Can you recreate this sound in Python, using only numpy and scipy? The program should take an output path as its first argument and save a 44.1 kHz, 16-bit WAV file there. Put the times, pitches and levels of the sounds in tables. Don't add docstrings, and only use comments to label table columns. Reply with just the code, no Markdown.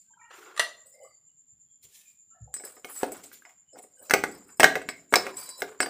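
import sys
import numpy as np
from scipy import signal
from scipy.fft import rfft, irfft, next_fast_len
from scipy.io import wavfile
from scipy.ndimage import uniform_filter1d, minimum_filter1d, map_coordinates

SR = 44100
rng = np.random.default_rng(int(sys.argv[2]) if len(sys.argv) > 2 else 0)


def transcribe(signal):
    frames = np.atleast_2d(signal).T
    limited = np.clip(frames, -1, 1)
    pcm = np.round(limited * 32767).astype(np.int16)
    wavfile.write(sys.argv[1], SR, pcm)


N = 259899
TIME_S = np.arange(N) / SR

# start in seconds, then relative levels in dB of clack, case thud,
# low drum ring, high drum ring and tick, then grip (0-1).
CONTACTS = [(2.541, -52, -55, -34.5, -29, -37, 0.44), (2.565, -48.5, -42.5, -48, -51, -68, 0.02),
            (2.599, -54, -41.5, -51, -53, -48, 0.28), (2.638, -51, -44.5, -42.5, -42.5, -49, 0.86),
            (2.677, -60.5, -50, -56, -55.5, -54.5, 0.18), (2.768, -57, -46.5, -65.5, -68, -61, 0.4),
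            (2.846, -37.5, -42, -59, -61.5, -47, 0.07), (2.896, -67.5, -71, -68, -66, -40, 0),
            (2.962, -54.5, -73, -52.5, -47, -50, 0.1), (3.032, -35, -20, -52, -39.5, -44, 0.96),
            (3.064, -58, -39, -59, -50, -40, 0.7), (3.12, -48.5, -41, -61, -41, -28.5, 0.5),
            (3.168, -62, -70, -61, -49, -59, 0.5), (3.24, -99, -49.5, -50.5, -47, -50, 0.6),
            (3.259, -71, -76.5, -58.5, -58, -50, 0.24), (3.316, -50, -87.5, -54, -82, -67.5, 0.8),
            (3.33, -60, -83.5, -47, -80, -35.5, 0.56), (3.37, -65, -85.5, -60, -72, -65, 0.6),
            (3.422, -59.5, -81, -60.5, -78, -48, 0.6), (3.452, -50, -77.5, -41.5, -60.5, -62.5, 0.8),
            (3.495, -57, -73.5, -61.5, -57, -57.5, 0.73), (3.731, -66, -47.5, -53.5, -61, -94, 0.26),
            (3.758, -59, -40, -63.5, -77, -72.5, 0.3), (3.788, -55.5, -44.5, -66.5, -54, -46, 0.6),
            (3.839, -58, -47.5, -71.5, -64, -71.5, 0.8), (3.995, -69.5, -63, -77, -51, -49.5, 0.44),
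            (4.013, -86.5, -45.5, -85, -87, -74.5, 0.3), (4.024, -58.5, -70, -64.5, -56.5, -39, 0.44),
            (4.0977, -35.5, -22.5, -24.5, -48, -39, 0.72), (4.109, -18, -23.5, -38, -30.5, -36, 0.6),
            (4.137, -18.5, -10, -13.5, -24.5, -19.5, 0.91), (4.139, -16.5, -23.5, -32, -43.5, -41.5, 1),
            (4.238, -26.5, -20, -46.5, -30, -45, 0.86), (4.277, -58, -48, -55.5, -52.5, -49.5, 0.4),
            (4.492, -59, -79.5, -49, -69.5, -72.5, 0.6), (4.598, -22.5, -15, -30, -27, -19.5, 0.66),
            (4.604, -17, -15, -23.5, -39.5, -32.5, 0.24), (4.632, -12.5, -7.5, -36, -24, -30, 0.66),
            (4.643, -8, -22.5, -35, -34, -38, 0.9), (4.755, -27, -21.5, -65, -53, -78, 0.2),
            (4.817, -45, -73, -63, -49, -58, 0.8), (4.889, -29.5, -35, -33, -42.5, -55.5, 0.3),
            (4.939, -59, -61.5, -72, -74, -73, 0.4), (5.101, -63.5, -79.5, -59, -67.5, -55, 0),
            (5.125, -38, -18.5, -66, -40.5, -48.5, 0.25), (5.139, -12, -36.5, -14.5, -33, -27, 0.95),
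            (5.157, -19.5, -13.5, 0, -28, -17.5, 1), (5.267, -34.5, -30, -70, -58.5, -57.5, 0.3),
            (5.342, -54, -51, -62, -56, -54.5, 0.6), (5.368, -56, -56, -46, -42.5, -40, 0.3),
            (5.491, -54, -58, -69.5, -40.5, -44.5, 0.34), (5.606, -59, -53, -61, -42, -53.5, 0.8),
            (5.62, -28, -22.5, -30, -63, -98, 0.8), (5.776, -70, -73, -58, -70, -65, 0.9),
            (5.8038, -21.5, -28.5, -39, -31, -39, 0.23), (5.817, -37.5, -27.5, -29, -58, -58, 0.1),
            (5.83, -30, -55, -52, -52, -52, 0.6), (5.861, -40.5, -23.5, -46, -43, -34, 0.9)]
# frequency in Hz, relative level in dB, ungripped t60 in seconds.
DRUM_MODES = [(2330, -14.5, .3), (3970, -12.5, 0.68), (4720, -9.5, 0.15), (4865, -12.5, 0.13),
              (5220, -6.5, 0.38), (6000, -16, .5), (6555, -16.5, .15), (7760, 3, .45), (8120, 3, .5),
              (8764, -4, 0.19), (9500, -5.5, 0.2), (10530, -6, 0.22), (12040, -10, .35), (13400, -7, 0.24),
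              (14900, -15.5, 0.32), (14600, -11, .35), (15100, -10.5, 0.23)]
CASE_MODES = [(117, -14, 0.11), (286.1, -8, 0.36), (331, -9.5, 0.1), (397, 0, 0.12), (436, 1, 0.14),
              (512.4, 5, 0.059), (660.5, 1.5, 0.087), (734.7, 0, 0.13), (821.5, -2.5, 0.039)]
PLATE_MODES = [(1011, -11.5, 0.034), (1205, -5.5, 0.25), (1510, 6.5, 0.03), (1667, 11.5, 0.033),
               (1931, 8.5, 0.033), (2167, 8.5, 0.057), (2510, -7, 0.16), (2643, -5, 0.051),
               (3314, -15.5, 0.012)]
# start in seconds, relative level in dB.
TOOL_BLOWS = [(0.553, -54), (0.564, -38), (0.576, -30), (0.5948, -12.5), (0.597, -19.5), (0.602, -28.5)]
# frequency in Hz, width in Hz, level in dB.
TOOL_RESONANCES = [(1180, 43, 18), (1930, 150, 17.5), (2420, 180, -18), (2910, 230, 11), (3760, 580, 1.5),
                   (4318, 700, 4.5), (4770, 220, -1), (6240, 320, 3.5), (6280, 470, -1.5),
                   (7740, 620, -0.5), (9170, 220, -0.5)]
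# frequency in Hz, relative density in dB per Hz.
DRAG_SPECTRUM = [(88, -65.5), (150, -35.5), (277, -37), (363, -9), (620, -12.5), (1220, -7.5), (1390, -7.5),
                 (1700, -12.5), (2730, -19), (6500, -32), (8450, -53), (14300, -120)]
CLOTH_SPECTRUM = [(1500, -31), (2150, -1.5), (3000, -4.5), (5000, -5.5), (8000, -5), (12000, -10),
                  (15500, -7), (16500, -47.5)]
CRICKET_SPECTRUM = [(6300, -47.5), (6700, -10.5), (6900, -5), (7100, 2), (7350, 0), (7520, -5), (7750, -68)]
AIR_SPECTRUM = [(20, -22.5), (70, 5.5), (150, 3.5), (400, -9), (1000, -11.5), (3000, -15.5), (8000, -22.5),
                (15500, -22.5)]
# time in seconds, relative level in dB.
STAND_NUDGES = [(1.52, -69.5), (1.837, -66), (2.415, -42)]
# frequency in Hz, t60 in seconds.
SHED_T60 = [(100, 0.88), (500, 0.32), (1400, 0.21), (4000, 0.27), (12000, 0.2)]
# frequency in Hz, gain in dB.
MIC_RESPONSE = [(30, -25.5), (100, -14), (250, -4.5), (15350, 5), (15750, -24)]
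# time of the top, rise and fall in seconds, relative level in dB.
SLEEVE_STROKES = [(.002, .01, 0.15, -63.5), (.214, 0.0084, .1, -72.5), (.36, 0.15, 0.43, -61),
                  (1.842, 0.031, 0.038, -56), (1.955, 0.11, 0.17, -57), (2.08, 0.11, 0.13, -61),
                  (2.97, 0.096, .12, -62.5), (3.14, .02, 0.44, -61), (3.238, .01, 0.035, -52.5),
                  (3.33, 0.012, .1, -56.5), (3.49, 0.0097, .09, -63), (3.794, 0.076, 0.0076, -59.5),
                  (3.832, 0.022, 0.035, -69), (4.05, 0.077, 0.15, -62), (5.38, .1, .05, -68.5),
                  (5.5, 0.18, 0.037, -62), (5.62, 0.073, 0.05, -63.5)]
# start and end in seconds, frequency in Hz, level in dB.
STREAKS = [(0.048, 0.087, 1586, -66.5), (0.136, 0.142, 1586, -55), (0.061, 0.062, 3210, -58),
           (0.127, 0.155, 3160, -67), (0.104, 0.301, 902, -65), (0.167, 0.307, 943, -57),
           (0.172, 0.329, 1358, -61), (0.215, .33, 1853, -58), (0.196, 0.341, 2351, -63.5),
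           (0.208, 0.334, 2800, -67.5), (.47, 0.529, 1429, -53.5), (0.383, 0.561, 395, -52.5),
           (0.94, 1.137, 2088, -63), (1.046, 1.11, 1180, -58.5), (1.006, 1.088, 2984, -69.5),
           (1.286, 1.319, 2897, -71), (1.538, 1.56, 785.4, -70.5), (1.65, 1.85, 3300, -74),
           (1.834, 1.915, 433, -64.5), (2.054, 2.193, 2433, -69.5), (1.917, 2.12, 1766, -69.5),
           (2.291, 2.382, 2903, -72), (2.3, 2.467, 1343, -65), (2.315, 2.457, 1742, -69),
           (2.347, 2.428, 688.4, -61), (2.476, 2.55, 781, -59), (3.459, 3.526, 733, -57.5),
           (3.66, 3.73, 2950, -69), (3.966, 4.018, 2966, -70), (3.969, 4.02, 1550, -64.5),
           (4.886, 4.984, 2120, -49.5), (5.262, 5.587, 1007, -53.5)]
# time of the top, rise and fall in seconds, then relative levels in dB
HAND_STROKES = [(.31, .008, 0.5, -49, -87.5, -93.5, -90.5), (.86, .01, 0.15, -85.5, -62, -72, -57.5),
                (.95, 0.028, .1, -91, -54.5, -63.5, -63.5), (1.05, .08, 0.083, -93, -48.5, -70, -64.5),
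                (2.49, .05, .1, -91, -62, -86.5, -88), (2.65, 0.024, 0.21, -57, -54, -62, -54.5),
                (2.77, 0.007, 0.035, -52.5, -67, -66.5, -74), (2.885, 0.012, 0.19, -54, -93.5, -61, -90),
                (2.96, 0.098, 0.15, -57.5, -92.5, -62, -45.5), (3.02, 0.15, 0.2, -50, -86, -64.5, -63.5),
                (3.145, 0.0061, 0.14, -51.5, -90, -76, -75), (3.345, .01, 0.053, -77.5, -90, -92, -75),
                (3.454, 0.0077, 0.12, -58, -93, -84, -85), (3.76, 0.046, 0.09, -61, -55, -88, -69.5),
                (3.832, 0.023, 0.044, -77, -74, -67, -54.5), (4.03, 0.16, 0.23, -64, -60.5, -69, -62.5),
                (4.085, 0.04, 0.051, -64.5, -53.5, -66.5, -66), (4.31, 0.024, 0.28, -56, -67.5, -65, -62),
                (4.49, 0.043, 0.14, -58.5, -100, -68.5, -60), (4.97, 0.022, 0.16, -63, -68, -69, -66.5),
                (5.29, 0.12, 0.043, -44, -45, -64, -56), (5.4, 0.069, 0.17, -50.5, -58, -54, -47),
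                (5.49, 0.032, .05, -61, -53, -58, -74), (5.6, 0.039, .03, -58, -51, -67, -48),
                (5.68, .02, 0.21, -54.5, -61.5, -80, -65)]
# start and length in seconds, frequency in Hz, level in dB.
SINGING_MODES = [(1.06, .13, 4680, -72), (5.37, .2, 4700, -55), (5.37, .24, 5200, -58),
                 (5.46, .158, 3985, -55), (5.795, .11, 4740, -44)]

TOP_HZ = 16670
CRICKET_RATE_HZ, CRICKET_PEAK_S = 8.6, .113
STROKE_ROUNDNESS = 1.32
MUFFLE_DB_PER_GRIP, CASE_GRIP_DB_PER_S = 9, 150
HARD_CLACK_DB, STOP_DB_PER_S = -35, 900


def amp(db):
    return 10 ** (np.asarray(db) / 20)


def unit(x):
    return x / np.sqrt(np.mean(x ** 2) + 1e-20)


def along(points, hz):
    f, v = np.transpose(points)
    return np.interp(np.log(hz + 1), np.log(f + 1), v)


def wobble(rate_hz):
    knots = rng.standard_normal(int(N * rate_hz / SR) + 4)
    return map_coordinates(knots, [TIME_S * rate_hz])


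def filtered(x, response):
    m = next_fast_len(N + SR // 2)
    spectrum = rfft(x, m) * response(np.fft.rfftfreq(m, 1 / SR))
    return irfft(spectrum, m)[..., :N]


def hiss(spectrum):
    return unit(filtered(rng.standard_normal(N), lambda hz: amp(along(spectrum, hz))))


def resonances(peaks):
    def response(f):
        total = 0
        for k, (center, width, db) in enumerate(peaks):
            band = 1j * f * width / (center * center - f * f + 1j * f * width)
            total = total + (-1) ** k * amp(db) * band
        return total
    return response


def ring(modes, t, scatter_db, detune, damping=0, extra_db=0):
    hz, db, t60 = np.transpose(modes)[:, :, None]
    chance = rng.standard_normal((2, len(modes), 1))
    level_db = db + extra_db + scatter_db * chance[0] - 60 * t * (1 / t60 + damping)
    tones = np.sin(2 * np.pi * hz * (1 + detune * chance[1]) * t)
    return np.sum(amp(level_db) * tones, axis=0) / np.linalg.norm(amp(db))


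def strokes(rows):
    s, rise, fall, *db = np.transpose(rows)[:, :, None]
    away = np.maximum((s - TIME_S) / rise, (TIME_S - s) / fall)
    shape = amp(-20 * np.minimum(away, 10) ** STROKE_ROUNDNESS)
    return np.max(amp(db) * shape, axis=1)


def add(track, s, x):
    part = track[round(s * SR):][:len(x)]
    part += x[:len(part)]


def shed(x):
    out, hop = np.zeros(N), SR // 4
    for start in range(0, N, hop):
        hz, t, z = signal.stft(rng.standard_normal(SR // 2), SR, nperseg=256)
        fall_db = 60 * t / along(SHED_T60, hz)[:, None]
        decay = amp(-fall_db) + amp(-22 - 0.3 * fall_db)
        tail = signal.istft(z * decay, SR, nperseg=256)[1]
        tail = tail / np.linalg.norm(tail)
        add(out, start / SR + .006, signal.fftconvolve(x[start:start + hop], tail))
    return out


def air():
    return amp(-64.0) * hiss(AIR_SPECTRUM)


def cricket():
    swell = np.cos(2 * np.pi * CRICKET_RATE_HZ * (TIME_S - CRICKET_PEAK_S))
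    return amp(-64.5 + 4.6 * swell + .6 * wobble(3)) * hiss(CRICKET_SPECTRUM)


def streaks():
    out = np.zeros(N)
    for start, end, hz, db in STREAKS:
        t = np.arange(round((end - start + 0.014) * SR)) / SR
        slow = rng.standard_normal((2, len(t)))
        slow = uniform_filter1d(uniform_filter1d(slow, size=260), size=260)
        band = unit(slow[0] * np.cos(2 * np.pi * hz * t) + slow[1] * np.sin(2 * np.pi * hz * t))
        fade_db = -6 * t / (end - start) - 410 * np.maximum(t - end + start, 0)
        shape = (1 - np.exp(-t / 0.0012)) * amp(fade_db)
        add(out, start, amp(db) * shape * band)
    return out


def bumps():
    out, t = np.zeros(N), np.arange(SR // 4) / SR
    modes = [(64.0, -4.0, 0.31), (109.5, 0.5, 0.15), (146.5, -16.0, 0.31)]  # Hz, dB, t60 s
    for s, db in STAND_NUDGES:
        push = ring(modes, t, 0.97, detune=0.021)
        onset = 1 - np.exp(-(t / 0.011) ** 2)
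        add(out, s - .008, amp(db + 22.0) * push * onset)
    return out


def tool():
    blows, t = np.zeros(N), np.arange(SR // 10) / SR
    for s, db in TOOL_BLOWS:
        add(blows, s, amp(db - 60 * t / 0.037) * rng.standard_normal(len(t)))
    crash = signal.lfilter(*signal.butter(1, [500, 3500], "band", fs=SR), blows)
    body = filtered(blows, resonances(TOOL_RESONANCES)) + amp(4.5) * crash
    return signal.lfilter(*signal.butter(2, 300, "high", fs=SR), body)


def handling():
    uneven = amp([2.5 * wobble(80), 3 * wobble(45), 1.2 * wobble(120)])
    drag_gain, shuffle_gain = strokes(HAND_STROKES)[:2]
    drag = drag_gain * amp(1.0) * hiss(DRAG_SPECTRUM)
    hollow = resonances([(hz, 90, db) for hz, db, t60 in CASE_MODES])
    through_case = filtered(filtered(rng.standard_normal(N), hollow), hollow)
    shuffle = shuffle_gain * unit(through_case)
    rustle = strokes(SLEEVE_STROKES)[0] * amp(2.5) * hiss(CLOTH_SPECTRUM)
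    return np.sum(uneven * [drag, shuffle, rustle], axis=0)


def singing():
    out = np.zeros(N)
    for start, length, hz, db in SINGING_MODES:
        fade_in = np.clip((TIME_S - start) / 0.015, 0, 1)
        fade_out = np.clip((start + length - TIME_S) / 0.015, 0, 1)
        level = amp(db + 2.5 * wobble(60))
        out += level * fade_in * fade_out * np.sin(2 * np.pi * hz * TIME_S + .6 * wobble(41))
    return out


def rubbing():
    slips = rng.standard_normal(N) * amp(5.5 * wobble(220))
    modes = [(hz, 4.0 / t60 + .004 * hz, db) for hz, db, t60 in DRUM_MODES]
    low_gain, high_gain = strokes(HAND_STROKES)[2:]
    low = unit(filtered(slips, resonances(modes[:7])))
    high = unit(filtered(slips, resonances(modes[7:])))
    ticks = amp(-7.5) * unit(filtered(slips, resonances([(10200, 5300, 0)])))
    return low_gain * low + high_gain * (high + ticks)


def clutch():
    out, t = np.zeros(N), np.arange(SR // 3) / SR
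    group = np.searchsorted([7000, 9000], np.array(DRUM_MODES)[:, 0])
    bright = signal.butter(2, [2600, 6500], "band", fs=SR)
    hard_s = np.array([row[0] for row in CONTACTS if row[1] > HARD_CLACK_DB] + [N / SR])
    for s, clack_db, thud_db, low_db, high_db, tick_db, grip in CONTACTS:
        noise = rng.standard_normal((5, len(t)))
        chatter = amp(-60 * t / 0.032) + 0.028 * amp(-60 * t / 0.023)
        grit = uniform_filter1d(noise[0], size=4) - uniform_filter1d(noise[0], size=40)
        plates = ring(PLATE_MODES, t, 2.5, detune=.025)
        clack = plates * chatter ** 0.18 + .5 * chatter * grit

        thud = ring(CASE_MODES, t, 3, detune=.015)
        thud = thud * amp(-CASE_GRIP_DB_PER_S * grip * t) * (1 - np.exp(-t / .001))
        thud = thud * (1 + 0.81 * unit(uniform_filter1d(noise[4], size=150)))

        group_db = np.array([low_db + 5.0, high_db + 7.0, tick_db + 0.5])
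        drum_db = group_db[group, None] - MUFFLE_DB_PER_GRIP * (grip - 0.18)
        drum = ring(DRUM_MODES, t, 2.4, detune=0.0023, damping=22 * grip, extra_db=drum_db)
        next_hard_s = hard_s[hard_s > s][0]
        drum = drum * amp(-STOP_DB_PER_S * np.maximum(t + s - next_hard_s, 0))
        drum = drum * (1 + 0.35 * unit(uniform_filter1d(noise[2], size=120)))

        tick = np.diff(noise[1], prepend=0) * (amp(-60 * t / 0.0023) + 0.044 * amp(-60 * t / 0.059))
        crack = signal.lfilter(*bright, noise[3]) * (amp(-60 * t / 0.0031) + 0.026 * amp(-60 * t / 0.084))
        crack_gain = amp(low_db + 3.5 - 8 * (1.5 - grip))
        blow = crack_gain * crack + amp(clack_db + 8.5) * clack + drum + amp(tick_db - 11.5) * tick

        burst = noise[2, :200] * np.exp(-(t[:200] / 0.0016) ** 2)
        burst[0] = 9
        add(out, s, signal.fftconvolve(blow, burst / np.linalg.norm(burst)))
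        add(out, s, amp(thud_db + 2) * thud)
    return out


def scene():
    background = air() + cricket() + streaks() + bumps()
    far = tool()
    near = singing() + rubbing() + clutch()
    wet = shed(amp(-10.0) * near + amp(-5.0) * far)
    return (background + handling() + far + near + wet)[None]


def suppress(x, margin_db, depth_db, release, quorum):
    hz, t, z = signal.stft(x, SR, nperseg=512)
    power = np.abs(uniform_filter1d(np.abs(z) ** 2, size=4, axis=1)) + 1e-20
    noise = np.percentile(power, 10, axis=1, keepdims=True)
    noise = minimum_filter1d(noise, size=17, axis=0)
    gain = np.clip(1 - amp(2 * margin_db) * noise / power, 0, 1)
    together = np.clip(np.mean(gain, axis=0) / quorum, 0, 1) ** 2
    gain = np.maximum(gain, together)
    least = amp(depth_db * np.clip(hz / 500, .4, 1))[:, None]
    for k in range(1, len(t)):
        gain[:, k] = np.maximum(gain[:, k], release * gain[:, k - 1])
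    return signal.istft(z * np.maximum(gain, least), SR, nperseg=512)[1][:N]


def record(dry):
    x = suppress(dry[0], margin_db=13.0, depth_db=-19.5, release=0.96, quorum=0.55)
    x = filtered(x, lambda hz: amp(along(MIC_RESPONSE, hz)))
    x = x / (1 + np.abs(x) ** 6) ** (1 / 6)
    return filtered(x, lambda hz: hz < TOP_HZ)[None]


dry = scene()
out = record(dry)
transcribe(out)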